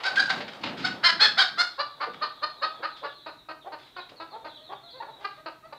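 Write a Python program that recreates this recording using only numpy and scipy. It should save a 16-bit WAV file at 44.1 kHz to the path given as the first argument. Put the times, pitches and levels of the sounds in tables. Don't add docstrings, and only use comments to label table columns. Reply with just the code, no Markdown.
import sys
import numpy as np
from scipy import signal
from scipy.fft import rfft, irfft, next_fast_len
from scipy.io import wavfile
from scipy.ndimage import uniform_filter1d

SR = 44100
rng = np.random.default_rng(int(sys.argv[2]) if len(sys.argv) > 2 else 0)


def put_to_file(sound):
    columns = np.atleast_2d(sound).T
    safe = np.clip(columns, -1, 1)
    whole_steps = np.round(safe * 32767)
    wavfile.write(sys.argv[1], SR, whole_steps.astype(np.int16))


def field_ratio(decibels):
    return 10 ** (np.asarray(decibels, dtype=float) / 20)


N = 254898

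# (frequency [Hz], density [dB per Hz])
TOWN_SPECTRUM = [(25, -20), (45, 0), (80, -9), (135, 4.5), (195, -6.5), (300, 1.5), (600, -10.5),
                 (1500, -10), (2700, -14), (3700, -19), (4600, -23), (5600, -22), (9000, -25), (15400, -25)]
TOWN_DB = -61.5
# (time [s], level [dB])
FLOCK_STIR = [(0, -36), (.5, -43), (0.999, -41.5), (1.6, -54), (2.701, -51), (3.45, -75.5), (4.2, -56.5),
              (4.7, -65.5), (5.2, -54.5), (5.58, -72.5), (5.78, -48)]
# (time [s], level [dB], decay [s], feather resonance [Hz])
WING_STROKES = [(0, -44.5, 0.1, 1470), (0.034, -26.5, 0.034, 2590), (0.156, -22, 0.016, 3520),
                (0.203, -36.5, 0.15, 4500), (0.293, -27.5, 0.024, 2000), (0.377, -44.5, 0.025, 1485),
                (0.403, -34.5, 0.022, 1500), (0.476, -40.5, 0.02, 1840), (0.515, -49, 0.075, 3020),
                (0.609, -43, 0.037, 3000), (0.632, -32, 0.046, 1486), (0.769, -36, 0.1, 2500),
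                (0.856, -26.5, 0.016, 2580), (2.133, -42, 0.013, 1530), (2.958, -48, 0.033, 3500),
                (3.781, -55, 0.086, 2240), (4.091, -43, 0.0091, 1990), (4.115, -48, 0.023, 250),
                (5.201, -55, 0.13, 1520)]
# (time [s], level [dB], length [s])
WING_GUSTS = [(0.106, -46.5, 0.27), (0.304, -45.5, 0.26), (0.592, -40, 0.22), (0.767, -41.5, 0.27),
              (1.102, -42, 0.1), (1.247, -50, 0.17), (1.493, -48, 0.11), (2.04, -54, 0.22)]
GUST_RISE_S, GUST_FALL_S = 0.03, 0.17
# (delay [s], level [dB])
WALL_ECHOES = [(.009, -7.5), (0.022, -4), (0.034, -6.5), (0.061, -11.5), (0.077, -17.5)]

# (time [s], level [dB], membrane rate [Hz], length [s])
YELPS = [
    (.036, -28.5, 809.4, 0.056),
    (.184, -18.5, 824, 0.03),
    (.290, -23.5, 846, 0.024),
    (.836, -21.5, 799, 0.026),
]
WHISTLES = [
    (.164, -17.5, 1649, 0.03),
    (.274, -26, 1570, 0.014),
    (4.998, -28.5, 963, 0.015),
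]
CRACKED = [
    (1.026, -18, 1068, 0.057),
    (1.074, -22.5, 1048, 0.038),
]
SQUAWKS = [
    (1.19, -18, 882, 0.0796),
    (1.366, -19.5, 785.7, 0.0694),
]
SHRIEKS = [
    (1.568, -21.5, 739.4, 0.058),
]
CLUCKS = [
    (1.776, -28, 599, 0.048),
    (2.208, -29, 643.4, 0.047),
    (2.414, -28, 633, 0.041),
    (2.610, -27.5, 640, 0.048),
]
HOARSE = [
    (1.997, -32, 583.7, 0.056),
    (2.82, -32, 602, 0.043),
    (3.024, -37, 589.3, 0.052),
    (4.712, -42.5, 580, 0.033),
    (5.018, -33.5, 597, 0.015),
]
MUTTERS = [(3.26, -42, 612, 0.045), (3.485, -41, 637.6, 0.042), (3.718, -42.5, 623, 0.04),
           (3.963, -42, 723.5, 0.047), (4.198, -42, 650, 0.04), (4.443, -43.5, 630.4, 0.042),
           (5.458, -39.5, 627, 0.036), (5.723, -42.5, 586, 0.019)]
BARKS = [
    (5.241, -29, 409, 0.021),
]
# (time [s], level [dB], membrane rate [Hz], length [s])
HEN_CALLS = [(.38, -39.5, 353.8, 0.046), (.635, -41, 312.2, 0.053), (2.05, -37, 259, 0.038),
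             (2.77, -47, 259.8, 0.049), (3.01, -42, 332.6, 0.055), (3.63, -42, 398.6, 0.065),
             (4.1, -45.5, 254, 0.024), (4.305, -43.5, 468, 0.073), (4.41, -50.5, 310, 0.062),
             (4.678, -42, 429, 0.065), (4.985, -46, 453.3, 0.058), (5.05, -47, 472, 0.059),
             (5.17, -52.5, 436, 0.068)]
HEN_PURRS = [
    (4.56, -60.5, 628, 0.2),
    (4.81, -62, 691, 0.1),
    (4.925, -53, 525, 0.074),
    (5.365, -51.5, 640, 0.042),
    (5.62, -51, 663, 0.05),
]
# (beak resonance [multiple of membrane rate], upper windpipe resonance [dB],
# rasp above 5 kHz [dB])
MOUTH = dict(whistle=(0.99, -38, -29), yelp=(1.77, -6, 0), squawk=(1.83, -5, -1.4), shriek=(1.95, -6, 3.7),
         cracked=(1.42, -7, -1.8), bark=(3.22, -8.5, -16), cluck=(2.024, -4.5, -20), hoarse=(2.23, -6, -27),
         mutter=(2, -2, -31), hen=(2.27, -22, -19), purr=(1.87, -13, -21))
GAPE_HZ_PER_DB, BRIGHT_DB_PER_DB = 14, 0.67
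USUAL_DB = -30
TOP_HZ = 15500

# (time [s], level [dB], start pitch [Hz], length [s])
PEEPS = [(2.546, -60, 4090, 0.15), (2.888, -54.5, 4340, 0.093), (3.035, -54, 4300, 0.076),
         (3.134, -57, 4380, 0.078), (3.606, -56, 4060, 0.029), (3.945, -51, 4080, 0.022),
         (3.989, -47, 4490, 0.031), (4.156, -56.5, 4520, 0.069), (4.302, -56, 4620, 0.045),
         (4.473, -54, 4210, 0.053), (4.541, -51, 4080, 0.038), (4.635, -56, 4110, 0.081),
         (4.828, -53.5, 4340, 0.07), (4.899, -53, 4630, 0.052), (4.967, -54, 4610, 0.037)]
# (time [s], level [dB], start pitch [Hz], length [s])
TWITTERS = [(3.199, -59, 4060, 0.08), (3.26, -58.5, 4296, 0.074), (3.37, -57.5, 3960, 0.041),
            (3.78, -63, 3680, 0.061), (3.831, -65, 4130, 0.049), (4.41, -63, 3715, 0.082),
            (4.61, -65, 4420, 0.051), (4.74, -53, 3820, 0.033), (5.115, -58, 3950, 0.05)]
PEEP_FALL, TWITTER_FALL = 0.25, 0.089
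BROOD_DB, BROOD_FOLLOWS = -65.5, 0.8
# (frequency [Hz], gain [dB])
MICROPHONE = [(30, -27), (150, -14), (500, 5.5), (4800, 2.5), (5600, -9.5), (6500, -12.5), (10000, -26.5),
              (16000, -44.5)]


def level(x, db):
    return x * field_ratio(db) / np.sqrt(np.mean(x ** 2) + 1e-18)


def colour(x, gain):
    size = next_fast_len(len(x))
    hz = np.arange(size // 2 + 1) * SR / size
    return irfft(rfft(x, size) * gain(hz), size)[:len(x)]


def curve(points):
    hz, db = np.transpose(points)
    return lambda f: field_ratio(np.interp(np.log(f + 1), np.log(hz), db))


def peak(f, hz, width_hz):
    return 1 / (1 + 1j * (f ** 2 - hz ** 2) / (f * width_hz + 1e-9))


def walk(size, rate):
    k = max(int(SR / rate), 1)
    smooth = uniform_filter1d(rng.standard_normal(size), k)
    return level(uniform_filter1d(smooth, k), 0)


def add(out, s, x):
    i = int(s * SR)
    out[i:i + len(x)] += x[:N - i]


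def swell(t, length, rise, fall):
    attack = 1 - np.exp(-(t / rise) ** 2)
    return attack * np.exp(-(np.clip(t - length + fall, 0, None) / fall) ** 2)


def town():
    s, db = np.transpose(FLOCK_STIR)
    muddle = colour(rng.standard_normal(N), lambda f: peak(f, 750, 900) ** 2)
    muddle = level(muddle * field_ratio(2.5 * walk(N, 20)), -4)
    muddle = muddle * field_ratio(np.interp(np.arange(N) / SR, s, db))
    return level(colour(rng.standard_normal(N), curve(TOWN_SPECTRUM)), TOWN_DB) + muddle


def wing_feathers():
    out, t = np.zeros(N), np.arange(SR // 5) / SR
    for s, db, decay, hz in WING_STROKES:
        unevenness_db = 2.5 * rng.exponential(size=len(t)) + 3 * walk(len(t), 120)
        rattle = rng.standard_normal(len(t)) * field_ratio(unevenness_db)
        rattle = colour(rattle, lambda f: peak(f, hz, 3 * hz) ** 2 + 0.063)
        add(out, s, level(rattle, db) * (1 - np.exp(-t / 0.004)) * np.exp(-t / decay))
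    return out


def wing_air():
    t, push = np.arange(N) / SR, np.zeros(N)
    for s, db, length in WING_GUSTS:
        push += field_ratio(db) * swell(np.clip(t - s, 0, None), length, GUST_RISE_S, GUST_FALL_S)
    air = colour(rng.standard_normal(N), lambda f: peak(f, 215, 220) ** 2 + 0.029 * peak(f, 60, 60))
    return level(air, 0) * push * field_ratio(0.31 * walk(N, 36))


def yard(x, wet_db, echo_db):
    t = np.arange(SR) / SR
    hiss = rng.standard_normal(SR) * (1 - np.exp(-t / 0.0013))
    low = colour(hiss, lambda f: 1 / (1 + (f / 2500) ** 4))
    tail = low * field_ratio(-60 * t / 0.45) + (hiss - low) * field_ratio(-60 * t / 0.4)
    tail = tail * field_ratio(wet_db) / np.sqrt(np.sum(tail ** 2))
    for delay, db in WALL_ECHOES:
        add(tail, delay, field_ratio([db + echo_db]))
    tail[0] = 1
    return signal.fftconvolve(x, tail)[:N]


def voice(calls, mouth, count, limp, rough, breath_db, scoop, sag, rise, width_hz, chest_db, throat):
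    out = np.zeros(N)
    beak_ratio, upper_rest_db, rasp_db = mouth
    throat_hz, throat_db = throat
    for s, db, hz, length in calls:
        beak_hz = beak_ratio * hz + GAPE_HZ_PER_DB * (db - USUAL_DB)
        upper_db = upper_rest_db + BRIGHT_DB_PER_DB * (db - USUAL_DB)
        size = int((length + 0.03) * SR)
        t = np.arange(size) / SR
        hiss = rng.standard_normal(SR // 4)[:size]
        wobble = walk(SR // 4, 254)[:size]
        flutter = np.array([walk(SR // 4, 77.4)[:size] for _ in range(4)])
        shape = swell(t, length, rise, 0.011)
        opening = 1 - scoop * np.exp(-t / rise)
        jitter = rough * (0.07 * wobble + 0.05 * flutter[0])
        pitch = hz * (opening - sag * np.clip(t - length / 2, 0, length) + jitter)
        turn = 2 * np.pi * np.cumsum(pitch) / SR / count
        k = np.arange(1, int(TOP_HZ * count / hz))[:, None]

        def pipe(f, opening, effort):
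            def ring(hz, width_hz):
                return 1 / (1 + ((f ** 2 - hz ** 2) / (f * width_hz + 1)) ** 2)

            upper = ring(4320, 800) ** 2 + field_ratio(2 * throat_db) * ring(throat_hz, 650) ** 2
            rasp = field_ratio(-0.5) * ring(5180, 330) ** 2 + field_ratio(-25.5) * (f > 5000)
            upper = upper + field_ratio(2 * rasp_db) * rasp
            lower = ring(beak_hz * opening, width_hz) ** 2 + field_ratio(2 * chest_db) / (1 + (f / 900) ** 6)
            power = lower + field_ratio(2 * upper_db) * effort ** 3 * upper
            return np.sqrt(power) / (1 + (0.38 * hz / (f + 1)) ** 6)

        strength = np.where(k % count, limp, 1) * pipe(k * pitch / count, opening, shape)
        strength = strength * field_ratio(rough * 8 * flutter)[k[:, 0] % 4]
        pulses = (strength * np.cos(k * turn + 0.2126 * k ** 2)).sum(axis=0)
        breath = colour((1 + np.cos(count * turn)) * hiss, lambda f: pipe(f, 0.87, 0.58))
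        sound = (level(pulses, 0) + level(breath, breath_db)) * shape
        add(out, s, sound * field_ratio(db) / np.sqrt(np.sum(sound ** 2) / np.sum(shape ** 2)))
    return out


def held_bird():
    out = voice(YELPS, MOUTH["yelp"], count=2, limp=0.08, rough=0.25, breath_db=-12, scoop=0.2, sag=2.5,
                rise=0.013, width_hz=600, chest_db=-15, throat=(3700, -6))
    out += voice(WHISTLES, MOUTH["whistle"], count=2, limp=0.02, rough=0.06, breath_db=-22, scoop=0.12, sag=0,
                 rise=0.012, width_hz=600, chest_db=-30, throat=(3300, -6))
    out += voice(CRACKED, MOUTH["cracked"], count=3, limp=0.6, rough=0.22, breath_db=-10, scoop=0.28, sag=0.3,
                 rise=0.013, width_hz=750, chest_db=-16, throat=(3150, -5))
    out += voice(SQUAWKS, MOUTH["squawk"], count=2, limp=0.28, rough=0.32, breath_db=-6, scoop=0.22, sag=2,
                 rise=0.013, width_hz=800, chest_db=-15, throat=(3400, -1))
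    out += voice(SHRIEKS, MOUTH["shriek"], count=2, limp=0.15, rough=0.3, breath_db=-8, scoop=0.2, sag=1.1,
                 rise=0.015, width_hz=800, chest_db=-15, throat=(3600, -4))
    out += voice(CLUCKS, MOUTH["cluck"], count=2, limp=0.3, rough=0.28, breath_db=-8, scoop=0.2, sag=0.6,
                 rise=0.016, width_hz=600, chest_db=-13, throat=(2750, -10))
    out += voice(HOARSE, MOUTH["hoarse"], count=2, limp=0.6, rough=0.38, breath_db=-5, scoop=0.17, sag=0.6,
                 rise=0.012, width_hz=750, chest_db=-12, throat=(2800, -7))
    out += voice(MUTTERS, MOUTH["mutter"], count=2, limp=0.95, rough=0.28, breath_db=-7, scoop=0.14, sag=0.3,
                 rise=0.0025, width_hz=700, chest_db=-5, throat=(2550, -2))
    out += voice(BARKS, MOUTH["bark"], count=1, limp=1, rough=0.1, breath_db=-14, scoop=0.06, sag=0,
                 rise=0.008, width_hz=800, chest_db=-14, throat=(2450, -2))
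    return out


def far_hen():
    out = voice(HEN_CALLS, MOUTH["hen"], count=2, limp=0.3, rough=0.35, breath_db=-7, scoop=0.3, sag=0.5,
                rise=0.028, width_hz=400, chest_db=-10, throat=(2500, -20))
    out += voice(HEN_PURRS, MOUTH["purr"], count=1, limp=0, rough=0.15, breath_db=-14, scoop=0.12, sag=0,
                 rise=0.018, width_hz=600, chest_db=-30, throat=(2500, -20))
    return out


def hidden_brood():
    stir_s, stir_db = np.transpose(FLOCK_STIR)
    calls = []
    for when, loud, high, long in rng.random((140, 4)):
        s = when * N / SR
        calm_db = min(np.interp(s, stir_s, stir_db) + 50, 0)
        db = BROOD_DB + BROOD_FOLLOWS * calm_db + 6 * loud
        calls.append((s, db, 3700 + 900 * high, 0.066 + 0.059 * long))
    return calls


def chicks():
    out, t = np.zeros(N), np.arange(SR // 5) / SR
    groups = ((PEEPS, PEEP_FALL), (TWITTERS, TWITTER_FALL), (hidden_brood(), 2 * TWITTER_FALL))
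    for calls, fall in groups:
        for s, db, top_hz, length in calls:
            glide = 1 - fall * np.clip(t / length, 0, 1.2) ** 1.4
            hz = top_hz * glide + 70 * walk(len(t), 250)
            whistle = np.sin(2 * np.pi * np.cumsum(hz) / SR)
            add(out, s, field_ratio(db) * whistle * swell(t, length, 0.008, 0.012))
    return out


def scene():
    heard = yard(wing_feathers() + held_bird(), wet_db=-7.5, echo_db=-6)
    heard = heard + yard(far_hen(), wet_db=-8, echo_db=-10)
    heard = heard + yard(chicks(), wet_db=4, echo_db=-9)
    return (colour(heard, curve(MICROPHONE)) + wing_air() + town())[None]


def band_limit(x):
    return signal.sosfilt(signal.butter(12, 16060, fs=SR, output="sos"), x)


def record(dry):
    top_cut = signal.ellip(8, 0.2, 60, TOP_HZ, fs=SR, output="sos")
    mix = signal.sosfilt(top_cut, dry)
    return band_limit(mix)


dry = scene()
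out = record(dry)
put_to_file(out)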